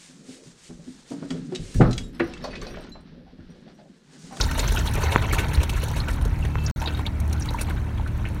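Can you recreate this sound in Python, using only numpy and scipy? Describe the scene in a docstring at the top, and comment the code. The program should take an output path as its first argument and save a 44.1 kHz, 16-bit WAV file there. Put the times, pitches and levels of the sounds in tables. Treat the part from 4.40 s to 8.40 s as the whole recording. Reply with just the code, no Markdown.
"""Oil pours in several streams off a machine's belly plate into a part-filled plastic tub.
Slugs slap the pool, bubbles ring briefly and droplets patter; the tub's hollow rings with them.
An engine idles nearby in the open air, over a low rumble. Two sharp knocks, the second with a thin
ring, and three dull bumps sound close to the microphone. The pour gradually thins, and all sound
drops out briefly at 2.3 s."""
import sys
import numpy as np
from scipy import signal
from scipy.fft import rfft, irfft, next_fast_len
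from scipy.io import wavfile
from scipy.ndimage import uniform_filter1d, map_coordinates

SR = 44100
rng = np.random.default_rng(int(sys.argv[2]) if len(sys.argv) > 2 else 0)


def generate_wav(signal):
    """Clip the signal to [-1, 1] and save it as 16-bit WAV at the path in sys.argv[1]."""
    frames = np.transpose(np.atleast_2d(signal))
    scaled = np.clip(frames, -1, 1) * 32767
    pcm = np.round(scaled).astype(np.int16)
    wavfile.write(sys.argv[1], SR, pcm)


N = 176400


def amp(db):
    """Decibels to gain."""
    return 10 ** (np.asarray(db) / 20)


def unit(x):
    """Scale to rms 1."""
    return x / np.sqrt(np.mean(x ** 2) + 1e-20)


def curves(rows):
    """One value per sample for each column after the time."""
    times, *columns = np.transpose(rows)
    return [np.interp(np.arange(N) / SR, times, column) for column in columns]


def wobble(rate, size=N, knots=1024):
    """A smooth random curve, rate knots a second."""
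    return map_coordinates(rng.standard_normal(knots), [np.arange(size) * rate / SR], mode="wrap")


def add(track, start, sound):
    """Mix a sound in at start seconds."""
    i = max(0, round(start * SR))
    track[i:i + len(sound)] += sound[:max(0, N - i)]


def swell(u):
    """Quick rise to 1 at u = 1, then an exponential fall."""
    return u * np.exp(1 - u)


def lowpass(x, hz):
    """Zero-phase low-pass; x minus this is the treble."""
    return signal.sosfiltfilt(signal.butter(2, hz, fs=SR, output="sos"), x)


def colour(x, points):
    """Minimum-phase filter through (f/Hz, level/dB) points."""
    size = 2 * next_fast_len(N // 2 + 8192)
    hz, db = np.transpose(points)
    gain = amp(np.interp(np.log(np.fft.rfftfreq(size, 1 / SR) + 1), np.log(hz), db))
    cepstrum = irfft(np.log(gain))
    cepstrum[1:size // 2] *= 2
    cepstrum[size // 2 + 1:] = 0
    return irfft(rfft(x, size) * np.exp(rfft(cepstrum)), size)[:N]


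def patchy(x, depth_db=2.9):
    """Random, short-lived resonances give every splash its own colour; rms 1."""
    spectrum = signal.stft(x, nperseg=256)[2]
    patches = uniform_filter1d(rng.standard_normal(spectrum.shape), size=4, axis=0)
    patches = uniform_filter1d(patches, size=7, axis=1)
    return unit(signal.istft(spectrum * amp(depth_db * unit(patches)), nperseg=256)[1][:N])


def grains(per_s, lo_hz, hi_hz, cycles, spread_db, size):
    """A random cloud of tiny ringing bubbles, each size samples long; rms 1."""
    onset, pitch, faintness, stretch = np.hsplit(rng.random((int(per_s * N / SR), 4)), 4)
    hz = lo_hz * (hi_hz / lo_hz) ** pitch
    t = np.arange(size) / SR
    gain = amp(-spread_db * np.log(.02 + .98 * faintness)) * (hz / hi_hz) ** 1.5
    rings = gain * swell(t * hz / (cycles * (.5 + stretch))) * np.sin(2 * np.pi * hz * t)
    samples = (onset * N).astype(int) + np.arange(size)
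    return unit(np.bincount(samples.ravel(), rings.ravel(), N)[:N])


# Slugs landing in the tub: t/s, length/s, slap level/dB, spray level/dB
SLUGS = [(-0.002,0.013,-28,-40),(0.026,0.019,-35,-37.5),(0.112,0.0073,-29,-30.5),(0.175,0.044,-28.5,-34),(0.228,0.046,-32.5,-55),(0.278,0.024,-32.5,-47),(0.321,0.0078,-34,-28.5),(0.346,0.014,-44,-37),(0.378,0.039,-31.5,-43),
         (0.457,0.025,-33,-37.5),(0.536,0.012,-46,-34.5),(0.552,0.0089,-29,-35.5),(0.573,0.022,-34,-45),(0.607,0.06,-31.5,-39.5),(0.715,0.032,-29,-35),(0.819,0.018,-30,-41.5),(0.925,0.028,-26.5,-30.5),(0.945,0.01,-35,-39),(0.98,0.038,-26,-34.5),
         (1.083,0.016,-40,-40),(1.11,0.03,-37.5,-71),(1.132,0.025,-34.5,-36.5),(1.155,.008,-51,-46),(1.173,0.0066,-30,-52),(1.199,0.055,-30.5,-50),(1.231,0.011,-31.5,-32),(1.293,0.013,-43,-32),(1.324,0.039,-34.5,-52),(1.362,0.028,-54,-43),(1.427,0.023,-33,-40),(1.483,0.0084,-40,-38),(1.514,0.0037,-38,-37),
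         (1.558,0.049,-35.5,-39.5),(1.682,0.022,-31.5,-42),(1.711,0.0065,-59,-40),(1.727,0.024,-58,-41.5),(1.812,0.0099,-35.5,-47),(1.849,0.013,-45,-40),(1.878,0.0023,-50,-45),(2.049,0.012,-29.5,-43.5),(2.181,0.012,-33,-66),(2.274,0.034,-37,-69),(2.25,0.0083,-40,-44),(2.297,0.0076,-41.5,-43),
         (2.416,0.013,-30,-40),(2.44,0.0031,-27,-49),(2.472,0.025,-31,-63),(2.57,0.014,-32,-49),(2.589,0.014,-36.5,-45),(2.664,0.0079,-31.5,-38.5),(2.801,0.007,-51,-37.5),(2.927,0.0093,-36,-33.5),(3.057,0.0041,-37,-36),(3.107,0.0028,-35,-36),(3.187,0.031,-40,-44),(3.209,0.014,-31,-33.5),(3.298,0.013,-34,-49),(3.573,0.019,-41.5,-58),(3.609,0.0061,-43.5,-62),(3.674,0.011,-41.5,-47),(3.854,0.051,-44,-60)]
# Single flecks landing with a bright tick: t/s, level/dB
FLECKS = [(.054,-35),(.145,-44),(0.361,-28),(.438,-42),(.478,-44),(.702,-51),(1.217,-39),(1.304,-36),(1.439,-30),(1.522,-47),(1.705,-34.5),(1.76,-38),(1.824,-39),(1.99,-41),(2.07,-45),(2.24,-39),
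          (2.612,-41),(2.878,-37),(2.897,-39),(3.138,-31.5),(3.231,-35),(3.297,-41),(3.777,-42),(3.887,-42),(3.946,-41)]
# Spectra of the slap at the pool and the spray above it: f/Hz, level/dB
SLAP_SPECTRUM = [(180, -27.5), (300, 19), (318, 20), (460, 10.5), (695, 13), (812, -12), (923, 10.5),
                 (1360, 0.5), (1500, 6.5), (1800, -0.5), (2570, 1.5), (4290, -11.5), (4810, -27.5),
                 (6130, -29), (9000, -37), (11700, -20), (19800, -120)]
SPRAY_SPECTRUM = [(2500,-7),(4200,9),(4850,0),(5700,5.5),(7000,2),(8000,-1.5),(9400,3),(10300,-5),(11400,-1.5),(13500,-5.5),(16000,-16.5)]


def splats(brightening=0.12, neutral_db=-24.5, mist_hz=10600, tick_rise_s=.00066, tick_fall_s=.0017):
    """Slugs of oil slap the pool and throw up spray, finer the harder they land; stray flecks tick."""
    slap_gain, spray_gain, mist_gain = np.zeros((3, N))
    t = np.arange(SR // 6) / SR
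    for start, length, slap_db, spray_db in SLUGS:
        shape = swell(t / (0.26 * length)) ** 0.8  # the power blunts the peak
        add(slap_gain, start, amp(slap_db) * shape)
        add(spray_gain, start, amp(spray_db) * shape)
        add(mist_gain, start, amp(spray_db + brightening * (spray_db - neutral_db)) * shape)
    for start, db in FLECKS:
        tick = amp(db) * (1 - np.exp(-t / tick_rise_s)) * np.exp(-t / tick_fall_s)
        add(spray_gain, start, tick)
        add(mist_gain, start, 2 * tick)
    slap = grains(per_s=7000, lo_hz=328, hi_hz=6430, cycles=0.71, spread_db=2, size=400)
    slap = patchy(colour(slap, SLAP_SPECTRUM))
    spray = grains(per_s=14000, lo_hz=3110, hi_hz=16200, cycles=4.2, spread_db=2, size=100)
    spray = patchy(colour(spray, SPRAY_SPECTRUM))
    coarse = lowpass(spray, mist_hz)
    return slap_gain * slap + spray_gain * coarse + mist_gain * (spray - coarse)


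def spits(per_s=110, lo_hz=3300, hi_hz=10000, spread_db=3.2, rise_s=.0014):
    """Tiny droplets spit off the pool, each with its own rough pitch; rms 1."""
    out, t = np.zeros(N), np.arange(SR // 80) / SR
    for k, (late, faintness, pitch) in enumerate(rng.random((int(per_s * N / SR), 3))):
        hz = lo_hz * (hi_hz / lo_hz) ** pitch
        roughness = wobble(hz / 3, len(t), knots=64)
        envelope = amp(-spread_db * np.log(faintness + .04)) * swell(t / rise_s)
        add(out, (k + late) / per_s, envelope * roughness * np.sin(2 * np.pi * hz * t))
    return unit(out)


# Streams running off the plate into the tub: t/s, gurgle level/dB, fizz level/dB
FLOW = [(0,-35.5,-45.5),(.3,-35.5,-39.5),(.5,-36,-46.5),(.68,-31,-44.5),(.88,-31.5,-48),(1.15,-38,-48.5),(1.27,-38,-50.5),(1.45,-39,-44.5),(1.62,-39.5,-53.5),(1.8,-40,-57),(2.12,-45,-56.5),(2.38,-44,-51),(2.53,-39,-51.5),(2.74,-45,-62),(3.0,-41,-52.5),(3.28,-38,-53),(3.47,-45.5,-62),(4,-46.5,-59)]
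# Spectra where the streams meet the pool: f/Hz, level/dB
GURGLE_SPECTRUM = [(200,-26),(420,6),(600,6),(780,6),(920,6.5),(1150,2),(1470,1),(1800,-1.5),(2250,-4.5),(2800,-10),(3300,-12),(4300,-24.5),(4900,-50),(7000,-19)]
FIZZ_SPECTRUM = [(2500,-9),(4200,10.5),(4850,-3),(5800,5.5),(8000,-7.5),(9400,-4.5),(10300,-10.5),(11400,-6.5),(16000,-8)]


def pour(darkening=0.35, dark_hz=2690, spit_db=-2.5):
    """Unbroken streams gurgle, fizz and spit, fluttering as they land; a thinner pour is darker."""
    gurgle_db, fizz_db = curves(FLOW)
    flutter = wobble(45)
    gurgle = grains(per_s=2600, lo_hz=350, hi_hz=5000, cycles=2.3, spread_db=2.4, size=900)
    gurgle = patchy(colour(gurgle, GURGLE_SPECTRUM))
    dull = lowpass(gurgle, dark_hz)
    gurgle = dull + amp(darkening * (fizz_db - fizz_db.mean())) * (gurgle - dull)
    fizz = grains(per_s=6000, lo_hz=3500, hi_hz=16000, cycles=2.2, spread_db=2.1, size=160)
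    patter = amp(spit_db) * spits() + patchy(colour(fizz, FIZZ_SPECTRUM))
    return amp(gurgle_db + 1.48 * flutter) * gurgle + amp(fizz_db + 0.79 * flutter) * patter


# Resonances of the tub's hollow, under the machine: f/Hz, width/Hz, level/dB
TUB_MODES = [(916,24,3),(1509,15.4,9.5),(2240,11,3),(2635,19,8.5),(3777,33,8),(4430,33,5.5),(5540,150,-31)]


def tub(oil, ring_db=-7, echo_db=-13, echo_t60_s=.03):
    """The tub rings with the oil, and the metal overhead throws back a short scatter of echoes."""
    t = np.arange(SR // 8) / SR
    ring = np.zeros(len(t))
    for hz, width, db in TUB_MODES:
        decay = 2 * np.pi * width / SR * np.exp(-np.pi * width * t)
        ring += amp(db) * decay * np.cos(2 * np.pi * hz * t)
    echo = rng.standard_normal(len(t)) * amp(-60 * t / echo_t60_s) * (t > .002)
    response = amp(ring_db) * ring + amp(echo_db) * echo / np.linalg.norm(echo)
    return oil + signal.fftconvolve(oil, response)[:N]


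# Engine idling nearby: multiple of the firing rate, rms level/dB
ENGINE_ORDERS = [(1,-40.5),(2,-30.5),(3,-36.5),(4,-38),(5,-56),(5.33,-51),(6,-49.5),(7,-47),(8,-49),(9,-53),(10,-56.5)]


def engine(firing_hz=37.3, drift=.004, waver_db=3.6):
    """The firings hum in wavering tones at multiples of their slightly drifting rate."""
    firings = np.cumsum(firing_hz * (1 + drift * wobble(5.17))) / SR
    hum = np.zeros(N)
    for order, db in ENGINE_ORDERS:
        peak = np.sqrt(2) * amp(db + waver_db * wobble(7))
        hum += peak * np.sin(2 * np.pi * (order * firings + rng.random()))
    return hum


# Low rumble beneath the engine: t/s, level/dB
RUMBLE_LEVEL = [(0,-24),(.8,-24),(1.5,-28),(1.85,-25),(2.25,-28.5),(2.42,-29.5),(2.8,-29.5),(4,-29)]
# Spectra of the rumble and the open air around the microphone: f/Hz, level/dB
RUMBLE_SPECTRUM = [(15,-22),(28,-5.5),(42,4),(62,-1),(90,-1.5),(125,-7.5),(170,-17),(250,-35),(400,-44.5),(1500,-110)]
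AIR_SPECTRUM = [(90,-11),(200,7),(300,-3.5),(500,-9),(1000,-11.5),(2300,-19.5),(5000,-38),(10000,-35),(16000,-48)]


def background(air_db=-40):
    """An uneven rumble and the steady rush of the open air."""
    rumble_db = curves(RUMBLE_LEVEL)[0] + wobble(10.09)
    rumble = unit(colour(rng.standard_normal(N), RUMBLE_SPECTRUM))
    air = unit(colour(rng.standard_normal(N), AIR_SPECTRUM))
    return amp(rumble_db) * rumble + amp(air_db) * air


# Single bubbles ringing out of the pool: t/s, f/Hz, level/dB, length/s
POOL_BUBBLES = [(0.011, 4020, -12, 0.00072), (0.0113, 5620, -14.5, 0.0021), (0.0095, 6600, -28, 0.0024),
                (0.038, 4400, -23, 0.0016), (0.113, 1530, -28, 0.007), (0.176, 690, -29.5, 0.0087),
                (0.1933, 7000, -19.5, 0.0025), (0.1937, 4030, -18.5, 0.0012), (0.277, 6170, -21.5, 0.0024),
                (0.319, 430, -28, 0.0054), (0.3633, 2860, -23, 0.0018), (0.3694, 1448, -24, 0.0095),
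                (0.3727, 3010, -20, 0.00093), (0.39, 6500, -24.5, 0.0016), (0.475, 3510, -19.5, 0.00094),
                (0.582, 534, -19, 0.0012), (0.6332, 1020, -21.5, 0.0048), (0.6369, 6170, -23.5, 0.0025),
                (0.6382, 448, -20, 0.0042), (0.72, 2180, -29, 0.009), (0.9124, 2220, -23.0, 0.0057),
                (0.933, 1410, -18, 0.0018), (0.947, 2760, -30, 0.0042), (0.996, 2120, -29, 0.0037),
                (1.12, 1540, -32, 0.008), (1.149, 4240, -24, 0.0013), (1.2947, 2640, -21, 0.00079),
                (1.432, 502, -27.5, 0.0077), (1.6015, 4180, -24.5, 0.005), (1.675, 1474, -30.5, 0.0098),
                (1.691, 1410, -27.5, 0.0043), (2.025, 2730, -33, 0.0071), (1.855, 446, -25.5, 0.0058),
                (2.263, 5620, -22, 0.0026), (2.401, 5730, -33.5, 0.0032), (2.416, 824, -26, 0.0048),
                (2.424, 897, -27.5, 0.0076), (2.451, 910, -26.0, 0.0023), (2.459, 3790, -24, 0.0032),
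                (2.4614, 825, -27, 0.0036), (2.4739, 3800, -21.5, 0.0027), (2.547, 3700, -32.0, 0.0039),
                (2.594, 976, -23, 0.0019), (2.654, 2260, -31.5, 0.0042), (2.6642, 3615, -21, 0.0023),
                (2.998, 9100, -33, 0.0022), (3.008, 6060, -35, 0.0036), (3.022, 5680, -26, 0.0043),
                (3.088, 3910, -25.5, 0.0041), (3.1444, 984, -22, 0.0046), (3.11, 560, -28, 0.0032),
                (3.1856, 2250, -28, 0.0042), (3.195, 2620, -31, 0.0029), (3.2142, 9370, -22.5, 0.0028),
                (3.305, 1560, -34, 0.006), (3.597, 766, -24.5, 0.0017), (3.662, 1454, -28.5, 0.0027),
                (3.8444, 1520, -28.5, 0.0014), (3.8534, 2290, -23, 0.0012)]


def bubbles(chirp=.004, wash_db=-8, wash_rise_s=.0036, wash_width=.55):
    """Each bubble rings briefly, damped by the thick oil, and leaves a rough wash around its pitch."""
    out, t = np.zeros(N), np.arange(SR // 20) / SR
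    for start, hz, db, length in POOL_BUBBLES:
        age = t / (0.39 * length)  # in rise times
        phase = 2 * np.pi * np.cumsum(hz * (1 + chirp * (np.minimum(age, 10) - 1))) / SR
        roughness = wobble(hz * wash_width, len(t), knots=256)
        wash = amp(wash_db) * swell(t / wash_rise_s) * roughness * np.cos(phase)
        add(out, start, amp(db) * (swell(age) * np.sin(phase) + wash))
    return out


# Knocks close to the microphone: t/s, peak level/dB
CLOSE_KNOCKS = [(.7595,0),(2.155,-15.5)]
# Modes of each knock: f/Hz, level/dB, t60/s
KNOCK_RING = [(218,-5,0.01),(417,-9.5,0.017),(1000,-4.5,0.011),(1445,-4,0.0055),(2020,-2.5,0.0041)]


def knocks(attack_s=0.00019):
    """Each dry knock sets off a few modes that die within milliseconds."""
    out, t = np.zeros(N), np.arange(SR // 5) / SR
    ring = sum((-1) ** k * amp(db - 60 * t / t60) * np.sin(2 * np.pi * hz * t)
               for k, (hz, db, t60) in enumerate(KNOCK_RING))
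    ring *= 1 - np.exp(-t / attack_s)
    for start, db in CLOSE_KNOCKS:
        add(out, start, amp(db) * ring / np.abs(ring).max())
    return out


# Bumps right against the microphone: t/s, f/Hz, level/dB
MIC_BUMPS = [(1.1755,64,-9),(1.812,42,-21),(2.156,55,-20)]


def bumps(rise_s=0.01008):
    """Each bump is a dull thud, a few cycles of one low tone."""
    out, t = np.zeros(N), np.arange(SR // 5) / SR
    for start, hz, db in MIC_BUMPS:
        add(out, start, amp(db) * swell(t / rise_s) * np.sin(2 * np.pi * hz * t))
    return out


# Thin ring around the second knock: t/s, level/dB
RING_LEVEL = [(2.07,-63),(2.16,-42.5),(2.22,-42),(2.31,-44),(2.34,-94)]
# Its tones: f/Hz, level/dB
RING_PARTIALS = [(2643,-3.5),(3085,-13)]


def thin_ring():
    """Two high, wavering tones, very faint at first, swell with the second knock and die away."""
    t = np.arange(N) / SR
    tones = sum(amp(db) * (1 + .5 * wobble(150)) * np.sin(2 * np.pi * hz * t)
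                for hz, db in RING_PARTIALS)
    return amp(curves(RING_LEVEL)[0]) * tones


def scene(bubble_db=-1, splat_db=-1, pour_db=-2):
    """One microphone hears the oil in its tub, the engine nearby and the knocks and bumps up close."""
    oil = amp(bubble_db) * bubbles() + amp(splat_db) * splats() + amp(pour_db) * pour()
    return (tub(oil) + engine() + background() + knocks() + bumps() + thin_ring())[None]


def record(dry, dropout_s=(2.313, 2.361), top_hz=16100):
    """The microphone's signal drops out briefly, clips at full scale and loses its highest treble."""
    t = np.arange(N) / SR
    live = (t < dropout_s[0]) | (t > dropout_s[1])
    gate = uniform_filter1d(1.0 * live, size=40)
    clipped = np.clip(dry * gate, -1, 1)
    size = next_fast_len(N + SR // 2)
    passband = np.fft.rfftfreq(size, 1 / SR) < top_hz
    return irfft(rfft(clipped, size) * passband, size)[..., :N]


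dry = scene()
out = record(dry)
generate_wav(out)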